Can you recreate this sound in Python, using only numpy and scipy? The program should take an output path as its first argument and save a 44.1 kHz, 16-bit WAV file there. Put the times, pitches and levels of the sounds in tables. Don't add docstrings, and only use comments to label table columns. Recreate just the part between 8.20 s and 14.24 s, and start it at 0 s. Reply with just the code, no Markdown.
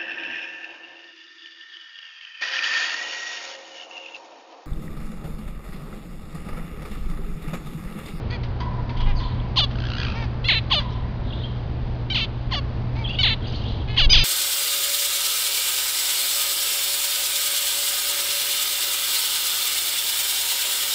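import sys
import numpy as np
from scipy import signal
from scipy.fft import rfft, irfft
from scipy.io import wavfile
from scipy.ndimage import uniform_filter1d

SR = 44100
rng = np.random.default_rng(int(sys.argv[2]) if len(sys.argv) > 2 else 0)


def unload_wav(signal):
    wavfile.write(
        sys.argv[1],
        SR,
        np.round(np.clip(np.atleast_2d(signal).T, -1, 1) * 32767).astype(np.int16),
    )


def elevation(decibels):
    levels = np.asarray(decibels, float)
    return 10 ** (levels / 20)


N = 266364

# freq_hz, gain_db
ARCH_THROAT = [(410, -55), (700, -16.5), (1490, -16), (3170, 3), (3900, -5.5), (4250, 0), (4710, -16.5),
               (5450, -17), (7080, -60.5), (12000, -120)]


def curve(table):
    s, *columns = np.transpose(table)
    at = np.arange(int(s[0] * SR), min(int(s[-1] * SR), N))
    return at, [np.interp(at / SR, s, c) for c in columns]


def colour(points, hz):
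    f, db = np.transpose(points)
    return elevation(np.interp(np.log(np.maximum(hz, 1)), np.log(f), db))


def walk(rate_hz, size=N):
    k = max(int(SR / rate_hz), 2)
    held = np.repeat(rng.standard_normal(size // k + 3), k)
    return 1.33 * uniform_filter1d(uniform_filter1d(held, k), k)[k:k + size]


def unit(x):
    return x / np.sqrt(np.mean(x ** 2))


def voice(calls, throats, wobble, rasp, flutter_db, chaos=0., lock_s=.014):
    out = np.zeros(N)
    k = np.arange(1, 15)[:, None]
    for table, throat in zip(calls, throats):
        at, (period_s, db) = curve([(s, 1 / hz, db) for s, hz, db in table])
        unlocked = chaos * (table[0][1] > 900) * np.exp(-((at - at[0]) / SR / lock_s) ** 4)
        scatter = 1 + wobble * walk(300, len(at)) + unlocked * walk(1800, len(at))
        hz = scatter / uniform_filter1d(period_s, size=260)
        gains = colour(throat, k / period_s) * (k / period_s < 5500)
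        gains = gains / np.sqrt(np.sum(gains ** 2, axis=0) / 2)
        gains = gains * elevation(flutter_db * np.array([walk(90, len(at)) for _ in k]))
        phase = 2 * np.pi * np.cumsum(hz) / SR
        tone = np.sum(gains * np.cos(k * phase + .15 * k ** 2), axis=0)
        out[at] += elevation(db) * tone * (1 + rasp * walk(1500, len(at)))
    return out


def fall(row, rise_s, hold_s, glide, early, length_s, release_s, scoop, sag, droop,
         start_db, top_db, held_db, half_db, floor_db, last_db, fade_db, end_db):
    s, top, floor, db, slowness = row
    let_go, rest = s + rise_s + hold_s, floor * sag
    end = let_go + length_s * slowness
    fall_s = (1 / floor - 1 / top) * 1000 / glide * slowness
    half_hz = 1 / ((1 - early) / top + early / floor)
    return [(s, top * scoop, db + start_db),
            (s + rise_s, top, db + top_db),
            (let_go, top, db + held_db),
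            (let_go + fall_s / 2, half_hz, db + half_db),
            (let_go + fall_s, floor, db + floor_db),
            (end, rest, db + last_db),
            (end + release_s / 2, rest * (1 + droop) / 2, db + fade_db),
            (end + release_s, rest * droop, db + end_db)]


def note(row, attack_s, release_s, scoop, bow, droop, start_db, end_db):
    s, length, first, last, db = row
    return [(s, first * scoop, db + start_db),
            (s + attack_s, first, db),
            (s + length / 2, bow * (first + last) / 2, db),
            (s + length - release_s, last, db),
            (s + length, last * droop, db + end_db)]


def slides(table, hoarse):
    out = np.zeros(N)
    for s, length, first, last, db in table:
        at, (share,) = curve([(s, 0), (s + length, 1)])
        wobble, rasp = walk(1500, 2000)[:len(at)], walk(700, 2000)[:len(at)]
        hz = (first + (last - first) * share) * (1 + hoarse * wobble)
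        swell = elevation(db + 3.5 + 60 * hoarse * rasp) * np.sin(np.pi * share)
        out[at] += swell * np.sin(2 * np.pi * np.cumsum(hz) / SR)
    return out


def shop():
    # freq_hz, level_db_per_hz
    air_db = [(8.2, -39.5), (14, -6.5), (27, -1.5), (49, -3), (91, -3.5), (123, -8.5), (146, -12),
              (241, -14.5), (273, -18), (309, -18.5), (407, -21.5), (882, -26), (1350, -32.5),
              (2920, -39.5), (5450, -46.5), (7080, -82.5), (12000, -120)]
    # freq_hz, level_db, wander_hz
    hum = [(58.44, -33.5, 3.614), (119.8, -29, 0.3), (239.3, -47, 1.5)]
    hz = np.arange(N // 2 + 1) * SR / N
    air = rfft(rng.standard_normal(N)) * colour(air_db, hz)
    out, swell = 0, walk(0.83)
    for step in range(-1, 19):
        share = np.clip(1 - np.abs(2 * np.log2(np.maximum(hz, 1) / 14) - step), 0, 1)
        out = out + irfft(air * share, N) * elevation(0.63 * swell + 0.83 * walk(6))
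    lines = np.zeros(N)
    for f, db, wander in hum:
        level = elevation(db + 0.5 + 0.83 * walk(4.8))
        lines += level * np.sin(2 * np.pi * np.cumsum(f + wander * walk(5)) / SR)
    return elevation(-28.5) * unit(out) + lines


def soft_contacts():
    # start_s, length_s, first_hz, last_hz, level_db
    contacts = [
        (0.102, 0.066, 474.6, 486, -35),
        (.86, .064, 416.4, 405.4, -37.5),
        (1.946, 0.11, 451.7, 448, -36.5),
        (4.753, .09, 443.6, 454, -39),
        (5.677, 0.11, 429, 435, -38.5),
        (1.763, .11, 495, 478.5, -41),
    ]
    bows = [1.035, .99, 1.045, 1.04, .98, 1.005]
    shape = dict(attack_s=.014, release_s=0.018, scoop=0.92, droop=.92, start_db=-6.5, end_db=-7)
    # freq_hz, gain_db; the first also serves the last note
    throats = [
        [(260, -47.5), (450, -7), (984, -7), (1200, -16), (1480, -10), (1640, -21), (1920, -2.5), (2470, -3),
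         (2770, -19), (3370, -4.5), (3740, -18.5), (4560, -7), (5450, -26), (7080, -60.5), (12000, -120)],
        [(260, -34.5), (450, -5.5), (1010, -1), (1100, -7), (1770, -9), (2000, -2), (3300, -9), (5450, -20),
         (7080, -54), (12000, -120)],
        [(260, -33), (450, -11), (655, -14.5), (944, -2.5), (1080, -17), (2360, -5.5), (2600, -14),
         (5450, -16.5), (7080, -49), (12000, -120)],
        [(260, -50), (450, -15.5), (934, 1.5), (1130, -9), (1430, -10.5), (1750, -21.5), (2360, 2), (2600, -13),
         (2820, -12.5), (5170, -14), (5450, -29.5), (7080, -59), (12000, -120)],
        [(260, -34), (450, -10), (1510, -22), (1680, -5), (2390, -2.5), (3010, -1), (4290, -6.5), (5450, -22),
         (7080, -61.5), (12000, -120)],
    ]
    calls = [note(r, bow=bow, **shape) for r, bow in zip(contacts, bows)]
    return voice(calls, throats + throats[:1], wobble=0.005, rasp=0.33, flutter_db=1.8)


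def hops():
    # start_s, click_db, ring_db, ping_db
    landings = [
        (0.232, -26, -41.5, -67.5),
        (0.402, -23, -22.5, -29),
        (0.692, -25.5, -33, -50.5),
        (0.769, -27, -39, -57),
        (0.803, -22, -27.5, -64),
        (0.997, -26.5, -27.5, -50),
        (1.5079, -28, -42, -50),
        (2.599, -21.5, -26, -36),
        (5.107, -27, -51.5, -43.5),
    ]
    # freq_hz, level_db, t60_s
    frame = [(800, -10, .3), (945, -4, .7), (972, -1, 1.2), (994, -2, 1.6), (1021, -2, 1.3), (1050, -3, .9),
             (1085, -6, .5), (1450, -22, .4), (1960, -14, .8), (3330, -16, .5)]
    # freq_hz, level_db, t60_s
    thin_wires = [(2050, -18, .08), (2700, -22, .05), (3130, -20, .1), (3350, -22, .1), (4200, -22, .05)]
    # freq_hz, level_db, t60_s
    high_ping = [(4730, 0, .08)]
    out, t = np.zeros(N + SR), np.arange(SR) / SR
    claw = signal.butter(1, [900, 4200], "band", fs=SR)
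    for s, click_db, ring_db, ping_db in landings:
        scratch = signal.lfilter(*claw, rng.standard_normal(SR))
        hit = elevation(click_db - 4.5) * scratch * (np.exp(-t / 0.0089) + 0.47 * np.exp(-t / 0.039))
        for modes, db in ((frame, ring_db - 14.0), (thin_wires, click_db), (high_ping, ping_db - 4.0)):
            for hz, mode_db, t60 in modes:
                luck = rng.standard_normal(3)
                buzz_db = 4 * walk(70, SR)
                level = elevation(db + mode_db + 1.5 * luck[0] + buzz_db - 60 * t / t60)
                hit += level * np.sin(2 * np.pi * hz * (1 + .004 * luck[1]) * t + .8 * luck[2])
        out[int(s * SR):int(s * SR) + SR] += hit * (1 - np.exp(-t / .0025))
    return out[:N]


def wings():
    # time_s, level_db
    flights = [
        [(0.76, -28), (0.872, -15), (0.926, -15), (0.98, -23.5), (1.006, -28), (1.04, -36)],
        [(5.76, -36), (5.822, -18), (5.878, -12), (5.918, -22), (5.982, -11.5), (6.04, -28)],
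    ]
    beats_hz = [24.1, 21.1]
    start_turns = [0.29, 0.606]
    overtones_db = [5, -3.5, -11]
    out = np.zeros(N)
    for table, hz, turns in zip(flights, beats_hz, start_turns):
        at, (db,) = curve(table)
        phase = 2 * np.pi * (hz * (at - at[0]) / SR + turns)
        beat = sum(elevation(g) * np.cos((k + 1) * phase + 0.32 * k) for k, g in enumerate(overtones_db))
        out[at] = elevation(db) * unit(beat) * np.minimum(1, (at - at[0]) / 1500)
    return out


def burst(s, length, db, first, last):
    shares = np.array([0, 0.27, 0.73, 1])
    levels_db = db - 8 * np.array([1, 0, 0, 1])
    return np.transpose([s + length * shares, levels_db, first + (last - first) * shares])


def twitter():
    # start_s, length_s, level_db, first_hz, last_hz
    bursts = [(.765, 0.083, -42, 3200, 3100), (0.952, 0.055, -47, 4800, 4440),
              (0.996, 0.09, -46, 3500, 3750), (2.59, 0.025, -41.5, 3480, 3310),
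              (2.622, 0.15, -51, 3280, 3365), (3.04, 0.16, -49.5, 3560, 3570),
              (3.15, .115, -47.5, 3690, 3430), (3.268, 0.15, -61, 3290, 3430), (5.223, .1, -43, 3300, 3600),
              (5.316, .08, -41, 3400, 4150), (5.429, .1, -42, 3200, 3650), (5.5, .12, -50, 3600, 3360),
              (4.85, 0.13, -48, 3300, 3266)]
    scatter = [.07, .07, .12, .12, .1, .08, .1, .1, .17, .17, .16, .14, .15]
    out, t = np.zeros(N), np.arange(500) / SR
    hoarse = walk(2500)
    for row, scale in zip(bursts, scatter):
        at, (db, hz) = curve(burst(*row))
        luck = rng.standard_normal((len(at) // 90, 3))
        for i, (pitch, slide, size) in zip(range(0, len(at), 90), luck):
            span = slice(at[i] - len(t) // 2, at[i] + len(t) // 2)
            bend = pitch + (1 + slide) * (t / t[-1] - .5) + .5 * hoarse[span]
            phase = 2 * np.pi * np.cumsum(hz[i] * np.exp(scale * bend)) / SR
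            out[span] += elevation(db[i] + 5.0 + 3.8 * size) * np.hanning(len(t)) * np.sin(phase)
    return out


def far_chirps():
    # start_s, length_s, first_hz, last_hz, level_db
    hoarse_chirps = [(.958, 0.027, 4700, 4660, -45), (.982, .016, 4470, 4030, -45.5),
                     (1.008, 0.013, 3330, 3480, -44), (1.034, 0.015, 3300, 3800, -43),
                     (1.044, .014, 4140, 4330, -46), (1.055, 0.011, 3380, 3590, -47),
                     (1.115, 0.014, 3870, 3830, -48.5), (3.075, .014, 3910, 3620, -49),
                     (3.2, 0.025, 3810, 3690, -46.5), (4.858, 0.0097, 3050, 2180, -40.5),
                     (4.884, .03, 4630, 4680, -47.5), (4.92, .012, 2830, 2780, -42),
                     (4.922, 0.04, 4590, 4570, -48.5), (4.928, 0.011, 2960, 3700, -39),
                     (4.953, .008, 2690, 3700, -40), (4.962, 0.021, 2910, 2800, -40.5),
                     (5.218, .014, 3170, 3250, -47), (5.238, 0.021, 3050, 3620, -44),
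                     (5.264, 0.015, 4350, 4980, -43), (5.277, 0.013, 4830, 4800, -42.5),
                     (5.328, .018, 2784, 3250, -41.5), (5.342, .018, 2720, 3830, -42),
                     (5.348, .02, 4165, 4500, -41.5), (5.413, 0.015, 3150, 3250, -45.5),
                     (5.432, 0.021, 2690, 3250, -42.5), (5.453, 0.02, 2940, 3790, -41.5),
                     (5.472, .018, 3350, 3980, -43), (5.486, 0.025, 3960, 3940, -44.5),
                     (5.513, 0.015, 4010, 3930, -45.5), (5.6, 0.013, 3250, 3190, -46.5),
                     (5.616, .012, 3260, 3180, -46)]
    return slides(hoarse_chirps, hoarse=.025)


def squeaks():
    # start_s, length_s, first_hz, last_hz, level_db
    short_slides = [(2.277, 0.0083, 4450, 4050, -25.5), (3.934, .009, 4100, 4250, -28.5),
                    (5.025, .005, 4700, 4000, -26), (5.107, .004, 1700, 2900, -29),
                    (5.018, .006, 2400, 4200, -36), (2.272, 0.0068, 2400, 4000, -36),
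                    (1.2, .004, 3100, 3500, -38), (1.359, .004, 3100, 3800, -34),
                    (2.498, .004, 2700, 3700, -40.5), (2.502, .004, 2600, 3600, -39.5)]
    return slides(short_slides, hoarse=.01)


def low_finch():
    # start_s, top_hz, floor_hz, level_db, slowness (1 = usual pace)
    drops = [
        (1.359, 1075, 596, -17.5, 0.96),
        (2.501, 1130, 608, -17.5, 1.04),
        (4.308, 1073, 588.5, -24.5, 0.92),
        (5.764, 1090, 584, -15.5, 1.035),
    ]
    shape = dict(rise_s=0.0099, hold_s=.008, glide=20, early=0.46, length_s=0.068, release_s=.015, scoop=.94, sag=0.96, droop=.93, start_db=-17, top_db=-8, held_db=-0.5, half_db=-0.3, floor_db=-4.5, last_db=-5, fade_db=-10.5, end_db=-27)
    # freq_hz, gain_db
    throats = [
        [(320, -50), (550, -25), (800, -17), (1190, -11.5), (1570, -23), (2320, -21.5), (2950, -3.5),
         (3250, -7), (3570, 0.5), (3900, -10.5), (4300, -8.5), (4720, -14.5), (5450, -22.5), (7080, -45.5),
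         (12000, -120)],
        [(320, -44), (550, -12.5), (1230, -8.5), (1540, -23), (1770, -19), (2340, -13), (2870, -5), (3040, 1.5),
         (3310, -0.5), (3860, -4), (4540, -11.5), (5000, -15.5), (5450, -29.5), (7080, -52), (12000, -120)],
        [(550, -11), (1100, 0.5), (1500, -17), (2050, -2), (2450, -15.5), (2900, 1), (3500, -1.5),
         (3800, -15.5), (4350, -1), (4700, -7.5), (4980, -20), (5200, -8.5), (5500, -18)],
        [(320, -44.5), (550, -24), (1130, -17.5), (2030, -16), (2760, -4), (2920, 1), (4670, -11.5),
         (5100, -15.5), (5450, -29.5), (7080, -40), (12000, -120)],
    ]
    return voice([fall(r, **shape) for r in drops], throats, wobble=0.0015, rasp=.07, flutter_db=1.27, chaos=.2)


def rattle():
    # start_s, pitch_hz, level_db, fundamental_db
    ticks = [(1.553, 1492, -40, -2), (1.57, 1450, -50, 2), (1.584, 1270, -39.5, -5.5),
             (1.6, 1574, -39.5, -4), (1.618, 1480, -39, -5), (1.636, 1507, -37, -3.5),
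             (1.65, 1603, -37.5, -2), (1.666, 1624, -37, -2), (1.683, 1350, -39, -5),
             (1.699, 1424, -34, -6), (1.715, 1380, -34, -5.5), (1.733, 1428, -33, -6),
             (1.749, 1388, -35, -3), (1.765, 1450, -33.5, -4), (1.781, 1590, -32, -2),
             (1.798, 1570, -32, -0.5), (1.813, 1607, -31.5, -2.5), (1.829, 1334, -30, -6.5),
             (1.847, 1520, -31, -6), (1.865, 1227, -34.5, -2.5), (1.881, 1247, -34.5, -6),
             (1.898, 1297, -35, -7), (1.918, 1277, -39.5, -3)]
    partials_db = [-2.5, -10, -22]
    out = np.zeros(N)
    for s, hz, db, low_db in ticks:
        at, (share,) = curve([(s + .001, 0), (s + .009, 1)])
        wobble = walk(2000, 600)[:len(at)]
        puff = uniform_filter1d(np.diff(rng.standard_normal(601)), 6)[:len(at)]
        rise = .055 * (np.tanh(7 * share - 1.6) - .4)
        phase = 2 * np.pi * np.cumsum(hz * (1 + .035 * wobble + rise)) / SR
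        stack = sum(elevation(g) * np.sin((k + 1) * phase) for k, g in enumerate([low_db] + partials_db))
        out[at] += elevation(db + 7) * share * (1 - share) ** 2 * 6 * (stack + 3 * puff)
    return out


def high_finch():
    # start_s, length_s, first_hz, last_hz, level_db
    arches = [
        (2.241, 0.039, 654, 703, -28.5),
        (3.899, 0.038, 774, 756, -25),
        (4.985, 0.039, 751, 738, -22),
        (5.893, 0.039, 747, 764, -24),
    ]
    # start_s, top_hz, floor_hz, level_db, slowness
    drops = [
        (2.284, 1125, 447, -18.5, 0.98),
        (3.944, 1061, 446, -22.5, 0.98),
        (5.030, 1136, 445, -18.5, 1.02),
        (5.928, 1172, 446.5, -18, 1.06),
    ]
    arch_shape = dict(attack_s=0.004, release_s=.008, scoop=0.83, bow=1.025, droop=0.93, start_db=-16, end_db=-11.5)
    fall_shape = dict(rise_s=.004, hold_s=.004, glide=21, early=.49, length_s=0.094, release_s=.019, scoop=.95, sag=1, droop=0.75, start_db=-5.5, top_db=-0.3, held_db=1.5, half_db=-0.5, floor_db=-4, last_db=-5.5, fade_db=-12.5, end_db=-30.5)
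    # freq_hz, gain_db
    throats = [ ARCH_THROAT, [(260, -42.5), (450, -22), (750, -20.5), (1290, -22), (2150, -7), (2710, -5),
               (3340, -7), (4070, -3), (4470, -21), (5450, -33.5), (7080, -68.5), (12000, -120)],
               ARCH_THROAT, [(260, -42), (450, -34), (698, -28), (1360, -22), (1660, -25.5), (2200, -13.5),
               (3170, -5.5), (3520, -8.5), (4470, -15.5), (5450, -27.5), (7080, -48.5), (12000, -120)],
               ARCH_THROAT, [(260, -51), (450, -19.5), (878, -11), (1200, -14.5), (1680, -6.5), (2180, 1),
               (2470, -5.5), (2650, 3), (4030, 6.5), (5450, -30.5), (7080, -66), (12000, -120)],
               ARCH_THROAT, [(260, -49), (450, -26.5), (1140, -16), (2090, -10), (2490, 0.5), (3010, 1.5),
               (3780, 2), (4560, -7.5), (5010, -9.5), (5450, -15), (7080, -37), (12000, -120)], ]
    calls = []
    for arch, drop in zip(arches, drops):
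        calls += [note(arch, **arch_shape), fall(drop, **fall_shape)]
    return voice(calls, throats, wobble=0.0016, rasp=.07, flutter_db=1.35, chaos=.2, lock_s=.005)


def warbler():
    # start_s, length_s, first_hz, last_hz, level_db
    whistles = [(4.84, .028, 3330, 3100, -34.5), (4.871, 0.031, 3420, 3360, -38),
                (4.888, .033, 2640, 2900, -33), (4.934, .036, 3000, 3600, -42),
                (4.941, 0.016, 2900, 2560, -37.5), (3.1, 0.014, 3520, 3200, -46),
                (3.124, .018, 2800, 3650, -41), (3.236, .028, 3150, 3250, -41),
                (2.7, 0.041, 5200, 5300, -54)]
    shape = dict(attack_s=.006, release_s=0.005, scoop=0.98, bow=1.002, droop=1.01, start_db=-5.5, end_db=-9.5)
    # freq_hz, gain_db
    throat = [(2400, -9), (3700, -0.5), (4700, -21.5), (5500, -29.5)]
    calls = [note(r, **shape) for r in whistles]
    return voice(calls, [throat] * len(calls), wobble=0.006, rasp=0.3, flutter_db=2.5)


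def piping_finch():
    # start_s, top_hz, floor_hz, level_db, slowness
    drops = [
        (5.893, 1228, 614, -15.5, 0.96),
    ]
    shape = dict(rise_s=0.0087, hold_s=.03, glide=13.3, early=0.85, length_s=.075, release_s=0.039, scoop=0.93, sag=.997, droop=0.98, start_db=-33.5, top_db=-2, held_db=2, half_db=-5.5, floor_db=-6.5, last_db=-8, fade_db=-8.5, end_db=-27.5)
    # freq_hz, gain_db
    throat = [(600, -36), (1226, -35), (2450, -14.5), (3000, -7), (3450, 8.5), (3720, -19), (4300, -17.5),
              (4900, 1), (5500, -20)]
    return voice([fall(r, **shape) for r in drops], [throat], wobble=.0008, rasp=0.088, flutter_db=1.5)


def cage(x, db):
    t = np.arange(SR // 20) / SR
    tail = rng.standard_normal(len(t)) * elevation(-60 * t / .02) * (t > .0006)
    return x + elevation(db) * signal.fftconvolve(x, tail / np.sqrt(np.sum(tail ** 2)))[:N]


def room(x):
    t = np.arange(SR // 2) / SR
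    tail = rng.standard_normal(len(t)) * elevation(-60 * t / 0.71) * np.minimum(1, t / 0.01)
    return signal.fftconvolve(x, tail / np.sqrt(np.sum(tail ** 2)))[:N]


def scene():
    near = soft_contacts() + piping_finch() + hops() + squeaks()
    near += cage(low_finch(), -12) + cage(high_finch(), -16)
    far = cage(warbler() + far_chirps(), -9)
    ticks = rattle()
    distant = twitter()
    wet = elevation(-27.5) * near + elevation(-6) * far + elevation(-5) * ticks + elevation(-8) * distant
    return (near + far + ticks + elevation(-7.5) * distant + room(wet) + wings() + shop())[None]


def low_pass(x):
    return signal.sosfilt(signal.butter(12, 7320, fs=SR, output="sos"), x)


def record(dry):
    # freq_hz, gain_db
    image = [(4800, 0.5), (5500, -10), (6100, -13.5), (6700, -27.5), (7200, -53.5), (7600, -91)]
    step = 4
    long = np.concatenate([dry, dry[:, ::-1]], axis=1)
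    hz = np.arange(N + 1) * SR / (2 * N)
    limited = irfft(rfft(long) * (hz < SR / step / 2), 2 * N)
    kept = limited * step * (np.arange(2 * N) % step == 0)
    full = irfft(rfft(kept) * colour(image, hz), 2 * N)[:, :N]
    full = full + elevation(-106.5) * rng.standard_normal(N)
    return low_pass(full)


dry = scene()
out = record(dry)
unload_wav(out)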